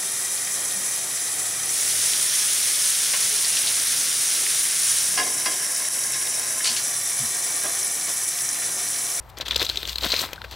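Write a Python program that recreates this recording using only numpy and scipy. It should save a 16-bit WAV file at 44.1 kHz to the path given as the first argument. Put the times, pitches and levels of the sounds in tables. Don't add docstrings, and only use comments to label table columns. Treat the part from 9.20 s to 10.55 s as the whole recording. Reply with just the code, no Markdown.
import sys
import numpy as np
from scipy import signal
from scipy.fft import rfft, irfft, next_fast_len
from scipy.io import wavfile
from scipy.ndimage import map_coordinates

SR = 44100
rng = np.random.default_rng(int(sys.argv[2]) if len(sys.argv) > 2 else 0)


def log_audio(samples):
    frames = np.atleast_2d(samples).T
    limited = np.clip(frames, -1, 1)
    pcm = np.round(limited * 32767).astype(np.int16)
    wavfile.write(sys.argv[1], SR, pcm)


N = 59535

# (f/Hz, level/dB)
SHEET_SPECTRUM = [(200, -19), (700, -28), (1400, -13), (2300, -8), (3100, -2), (4000, 0), (4700, -6.5),
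                  (5600, -9), (7500, -18), (10000, -30)]


def cracks(lead_s=0.008, click_trim_db=-1.5, click_decay_s=0.00083, edge_db=-9.5, edge_decay_s=0.0024):
    # (t/s, ring level/dB, ring f/Hz, relative click level/dB)
    fractures = [(0.1859, -28, 3300, -27), (.2110, -17, 3730, -28), (0.2125, -26, 3700, -33),
                 (.2175, -18.5, 3730, -44), (.2630, -26, 3500, -43), (0.267, -22, 3300, -37),
                 (.2828, -15.5, 3300, -25.5), (0.286, -21, 3370, -24), (0.3106, -8, 3620, -42),
                 (0.3137, -15, 3430, -42), (0.3181, -18, 3170, -37), (0.3215, -15.5, 3400, -36),
                 (0.335, -20, 3900, -39), (0.3465, -13, 3900, -40), (0.3604, -7, 3820, -20),
                 (0.3628, -11.5, 2910, -23), (0.3638, -9.5, 4900, -19), (0.379, -42, 5340, -25),
                 (0.397, -12, 4160, -33), (0.4028, -15.5, 3660, -41), (0.4077, -13, 3600, -44),
                 (.4110, -15.5, 3800, -41), (0.4182, -22, 3700, -43), (0.4279, -9.5, 3640, -17),
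                 (.4490, -17, 3940, -27), (0.4534, -18.5, 3320, -24), (.4670, -13, 3880, -39),
                 (0.493, -13, 4050, -26), (0.4992, -7, 3880, -30), (.5590, -17.5, 3160, -27),
                 (0.5739, -7, 3930, -42), (0.6312, -15.5, 3750, -27.5), (0.6542, -17.5, 3640, -34),
                 (0.6756, -26, 4200, -23.5), (0.6946, -17, 4070, -26), (0.725, -27, 3800, -28),
                 (.7310, -19, 3830, -34), (0.7588, -11.5, 4090, -24.5), (0.7844, -12.5, 4170, -24),
                 (0.8112, -19, 3970, -33), (0.836, -10.5, 4200, -41), (0.8462, -11.5, 3860, -30),
                 (0.8662, -17, 3820, -27), (0.904, -16, 4300, -30), (0.9203, -6.5, 4110, -33),
                 (0.9242, -8, 4170, -37), (0.9258, -15, 4130, -26), (0.9418, -13, 2530, -19.5),
                 (0.9568, -18, 3900, -33), (0.9655, -9, 4200, -36), (.9725, -19, 4400, -26),
                 (0.9803, -30, 3270, -29), (0.9923, -12, 4070, -37), (0.996, -14, 4470, -24),
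                 (1.0110, -24, 3360, -21), (1.0173, -26, 3770, -21.5), (1.1329, -22.5, 3200, -26),
                 (1.1600, -32, 3900, -41), (1.2183, -25, 4160, -49), (1.3122, -29, 4100, -38)]
    # (f/Hz, level/dB)
    click_spectrum = [(150, 1.5), (600, -10.5), (1500, -6.5), (2500, -12), (6000, 3.5), (8000, -0.5),
                      (10000, -12.5), (12500, -1), (16000, -10)]
    times, ring_db, hz, click_db = np.transpose(fractures)[..., None]
    t = np.arange(SR // 20) / SR - lead_s
    broken = t >= 0
    age = np.maximum(t, 0)
    ring = amp(ring_db) * bending_wave(t, hz, rng.random(times.shape))
    click = amp(click_db + click_trim_db) * np.exp(-age / click_decay_s) * rng.standard_normal(ring.shape)
    edge = amp(ring_db + edge_db) * broken * np.exp(-age / edge_decay_s) * rng.standard_normal(ring.shape)
    clicks = colour(place(times, click[:, broken]), click_spectrum)
    edges = colour(place(times - lead_s, edge), SHEET_SPECTRUM)
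    return place(times - lead_s, ring) + 2 * (clicks + edges)


def bending_wave(t, hz, phase, swell_s=0.00093, stop_s=0.00021, roughness=0.15):
    wander = roughness * np.cumsum(rng.standard_normal((len(hz), len(t))), axis=1)
    envelope = np.exp(np.minimum(t / swell_s, -t / stop_s))
    return envelope * np.sin(2 * np.pi * (hz * t + phase) + wander)


def crush(splinter_trim_db=2, spray_gain=0.96):
    # (t/s, then relative level/dB of crackle, slush and splinters)
    crush_levels = [(0, -72, -64, -72), (.088, -67, -64, -65.5), (0.101, -47, -64, -49.5),
                    (.110, -65, -70, -70), (.166, -70, -66, -75), (.172, -34.5, -37, -56),
                    (0.191, -49, -47, -58), (.202, -53, -52, -56), (.214, -30, -33, -51),
                    (.235, -53, -47, -63), (0.249, -54.5, -67, -67), (0.259, -31, -39, -50),
                    (.275, -42, -42.5, -54), (.306, -38.5, -44.5, -49), (0.314, -33.5, -35, -52),
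                    (0.354, -40.5, -47.5, -58), (.366, -35, -36.5, -47), (0.387, -36, -42.5, -52),
                    (0.418, -26.5, -30.5, -37), (0.446, -32.5, -44.5, -43), (.480, -39, -46, -49.5),
                    (.503, -38, -42.5, -45.5), (.547, -37, -49, -55), (.562, -39.5, -41.5, -46.5),
                    (.610, -37.5, -58, -48), (0.659, -43.5, -47.5, -51.5), (0.693, -28.5, -42, -40.5),
                    (0.746, -46.5, -61, -51.5), (0.803, -45, -49.5, -52), (0.826, -30.5, -37.5, -39),
                    (0.858, -29.5, -29, -37), (0.877, -31, -43, -40), (.920, -28.5, -41.5, -40.5),
                    (.965, -28.5, -38.5, -42), (1.015, -31.5, -36.5, -32.5), (1.051, -34.5, -32, -41.5),
                    (1.085, -46, -45.5, -53), (1.140, -53.5, -46.5, -55.5), (1.195, -56, -57, -65),
                    (1.236, -58, -66, -63), (1.246, -42.5, -40, -49), (1.262, -56.5, -59, -64),
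                    (1.308, -51, -61, -63), (1.313, -39, -51, -45.5), (1.350, -44, -48.5, -60)]
    # (f/Hz, level/dB)
    slush_spectrum = [(70, -3.5), (150, -6), (260, -6), (400, -1.5), (650, -4.5), (1600, -2.5),
                      (2400, -4.5), (4000, -30), (9000, -35)]
    # (f/Hz, level/dB)
    splinter_spectrum = [(1500, -14), (4000, 1), (6200, -4), (8300, 3), (10000, -8.5), (11500, -1.5),
                         (13000, 2.5), (16000, -3.5)]
    times, *levels = np.transpose(crush_levels)
    ice, wet, fine = [amp(np.interp(np.arange(N) / SR, times, db)) for db in levels]
    slush = unit(colour(ticks(decay_s=0.0026, spread_db=5, count=520), slush_spectrum))
    snaps = ticks(decay_s=0.00036, spread_db=4, count=1000)
    spray = spray_gain * rng.standard_normal(N)
    splinters = unit(colour(snaps + spray, splinter_spectrum))
    return ice * crackle() + wet * slush + amp(splinter_trim_db) * fine * splinters


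def crackle(ring_hz=4000, pitch_spread=0.12, grit_db=4):
    starts, size = scatter(spread_db=5.5, count=900)
    t = np.arange(-SR // 200, SR // 400) / SR
    hz = ring_hz * np.exp(pitch_spread * rng.standard_normal(size.shape))
    rings = unit(place(starts, size * bending_wave(t, hz, rng.random(size.shape))))
    grit = unit(colour(ticks(decay_s=0.001, spread_db=3.5, count=1300), SHEET_SPECTRUM))
    return unit(rings + amp(grit_db) * grit)


def knocks(cycles=5.06, attack_s=0.00015, trim_db=3, lowest_hz=190):
    # (t/s, relative level/dB, f/Hz)
    plates = [(0.2002, -24, 625), (.2010, -21, 1890), (0.284, -21, 1370), (.3620, -18.5, 520),
              (0.415, -19.5, 1470), (0.4173, -24, 1800), (.6305, -30.5, 460), (.6312, -22.5, 1490),
              (0.829, -22.5, 660), (.8418, -13.5, 1150), (0.844, -28, 510), (0.852, -18.5, 670),
              (.8620, -19.5, 200), (0.8664, -17.5, 1410), (0.9366, -16, 594), (0.9398, -16.5, 1520),
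              (0.9448, -25.5, 600), (0.9743, -30, 1000), (1.017, -26.5, 510), (1.0385, -20.5, 716),
              (1.0425, -24, 845), (1.1310, -26.5, 547), (1.1313, -16.5, 2170), (1.2172, -22, 1960),
              (1.243, -33, 540), (1.2470, -35.5, 520)]
    times, db, hz = np.transpose(plates)[..., None]
    t = np.arange(SR // 20) / SR
    envelope = amp(db + trim_db - 60 * t * hz / cycles) * (1 - np.exp(-t / attack_s))
    slaps = place(times, envelope * np.sin(2 * np.pi * hz * t))
    return signal.sosfilt(signal.butter(2, lowest_hz, "highpass", fs=SR, output="sos"), slaps)


def bubbles(attack_s=0.00094, pitch_rise=0.18):
    # (t/s, level/dB, starting f/Hz, cycles to fall 60 dB)
    pockets = [(.4155, -22.5, 340, 23), (.4210, -26, 466, 23.5), (0.429, -25, 374, 10),
               (.5120, -25, 1480, 23), (.5770, -32, 380, 17), (1.1325, -27, 2430, 46),
               (1.1795, -25, 1480, 28), (1.2115, -32, 850, 24), (1.2175, -24, 1360, 21),
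               (1.2410, -28, 1625, 40), (1.3220, -33.5, 780, 27), (1.334, -40, 1000, 30)]
    times, db, hz, cycles = np.transpose(pockets)[..., None]
    t = np.arange(SR // 10) / SR
    age = t * hz / cycles
    envelope = amp(db - 60 * age) * (1 - np.exp(-t / attack_s))
    return place(times, envelope * np.sin(2 * np.pi * hz * t * (1 + pitch_rise * age / 2)))


def ground_reflections(x, t60_s=0.032, side_db=-12):
    t = np.arange(SR // 5) / SR
    mid, side = rng.standard_normal((2, len(t))) * amp(-60 * t / t60_s) * (t > 0.001)
    tail = mid + amp(side_db) * np.array([side, -side])
    return signal.fftconvolve(x[None], tail / np.linalg.norm(tail[0]), axes=1)[:, :N]


def background(air_db=-46.5, side_db=-11, drone_hz=59.5, waver_db=3.5, drift_rad=0.28):
    # (f/Hz, level/dB)
    air_spectrum = [(20, -32), (35, -10), (50, 5.5), (90, 3.5), (150, -7.5), (280, -18.5), (500, -13),
                    (900, -8.5), (1600, -19), (3500, -28), (8000, -40.5), (10000, -45), (13000, -37),
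                    (16000, -43)]
    # (t/s, level/dB)
    drone_levels = [(0, -49.5), (.3, -45.5), (.6, -45.5), (.69, -38.5), (.78, -53), (.85, -41.5),
                    (1.0, -49.5), (1.35, -45)]
    t = np.arange(N) / SR
    mid, side = amp(air_db) * unit(colour(rng.standard_normal((2, N)), air_spectrum))
    drone_db = np.interp(t, *np.transpose(drone_levels)) + waver_db * wobble(12.16)
    drone = np.sqrt(2) * amp(drone_db) * np.sin(2 * np.pi * drone_hz * t + drift_rad * wobble(11))
    return mid + drone + amp(side_db) * np.array([side, -side])


def ticks(decay_s, spread_db, count):
    starts, size = scatter(spread_db, count)
    t = np.arange(SR // 80) / SR
    return unit(place(starts, size * np.exp(-t / decay_s) * rng.standard_normal((count, len(t)))))


def scatter(spread_db, count):
    starts = (np.arange(count)[:, None] + rng.uniform(-1, 1, (count, 1))) / count * N / SR
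    return starts, amp(spread_db * np.clip(rng.standard_normal((count, 1)), -2, 2))


def place(starts, waves):
    at = np.round(starts * SR).astype(int) + np.arange(waves.shape[1])
    inside = (at >= 0) & (at < N)
    return np.bincount(at[inside], waves[inside], N)


def wobble(rate):
    return map_coordinates(rng.standard_normal(400), [np.arange(N) * rate / SR + 2], mode="mirror")


def colour(x, points):
    f, db = np.transpose(points)
    return filtered(x, lambda hz: amp(np.interp(np.log(hz + 1), np.log(f), db)))


def filtered(x, response):
    size = next_fast_len(N + 8192)
    return irfft(rfft(x, size) * response(np.fft.rfftfreq(size, 1 / SR)), size)[..., :N]


def amp(db):
    return 10 ** (np.asarray(db) / 20)


def unit(x):
    return x / np.sqrt(np.mean(x ** 2) + 1e-20)


def scene(ground_db=-12.5, left_over_right_db=4.5):
    steps = cracks() + crush() + knocks() + bubbles()
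    balance = amp(np.array([[left_over_right_db], [-left_over_right_db]]) / 2)
    return balance * (steps + amp(ground_db) * ground_reflections(steps) + background())


def record(dry, top_hz=15950):
    return filtered(dry, lambda hz: hz < top_hz)


dry = scene()
out = record(dry)
log_audio(out)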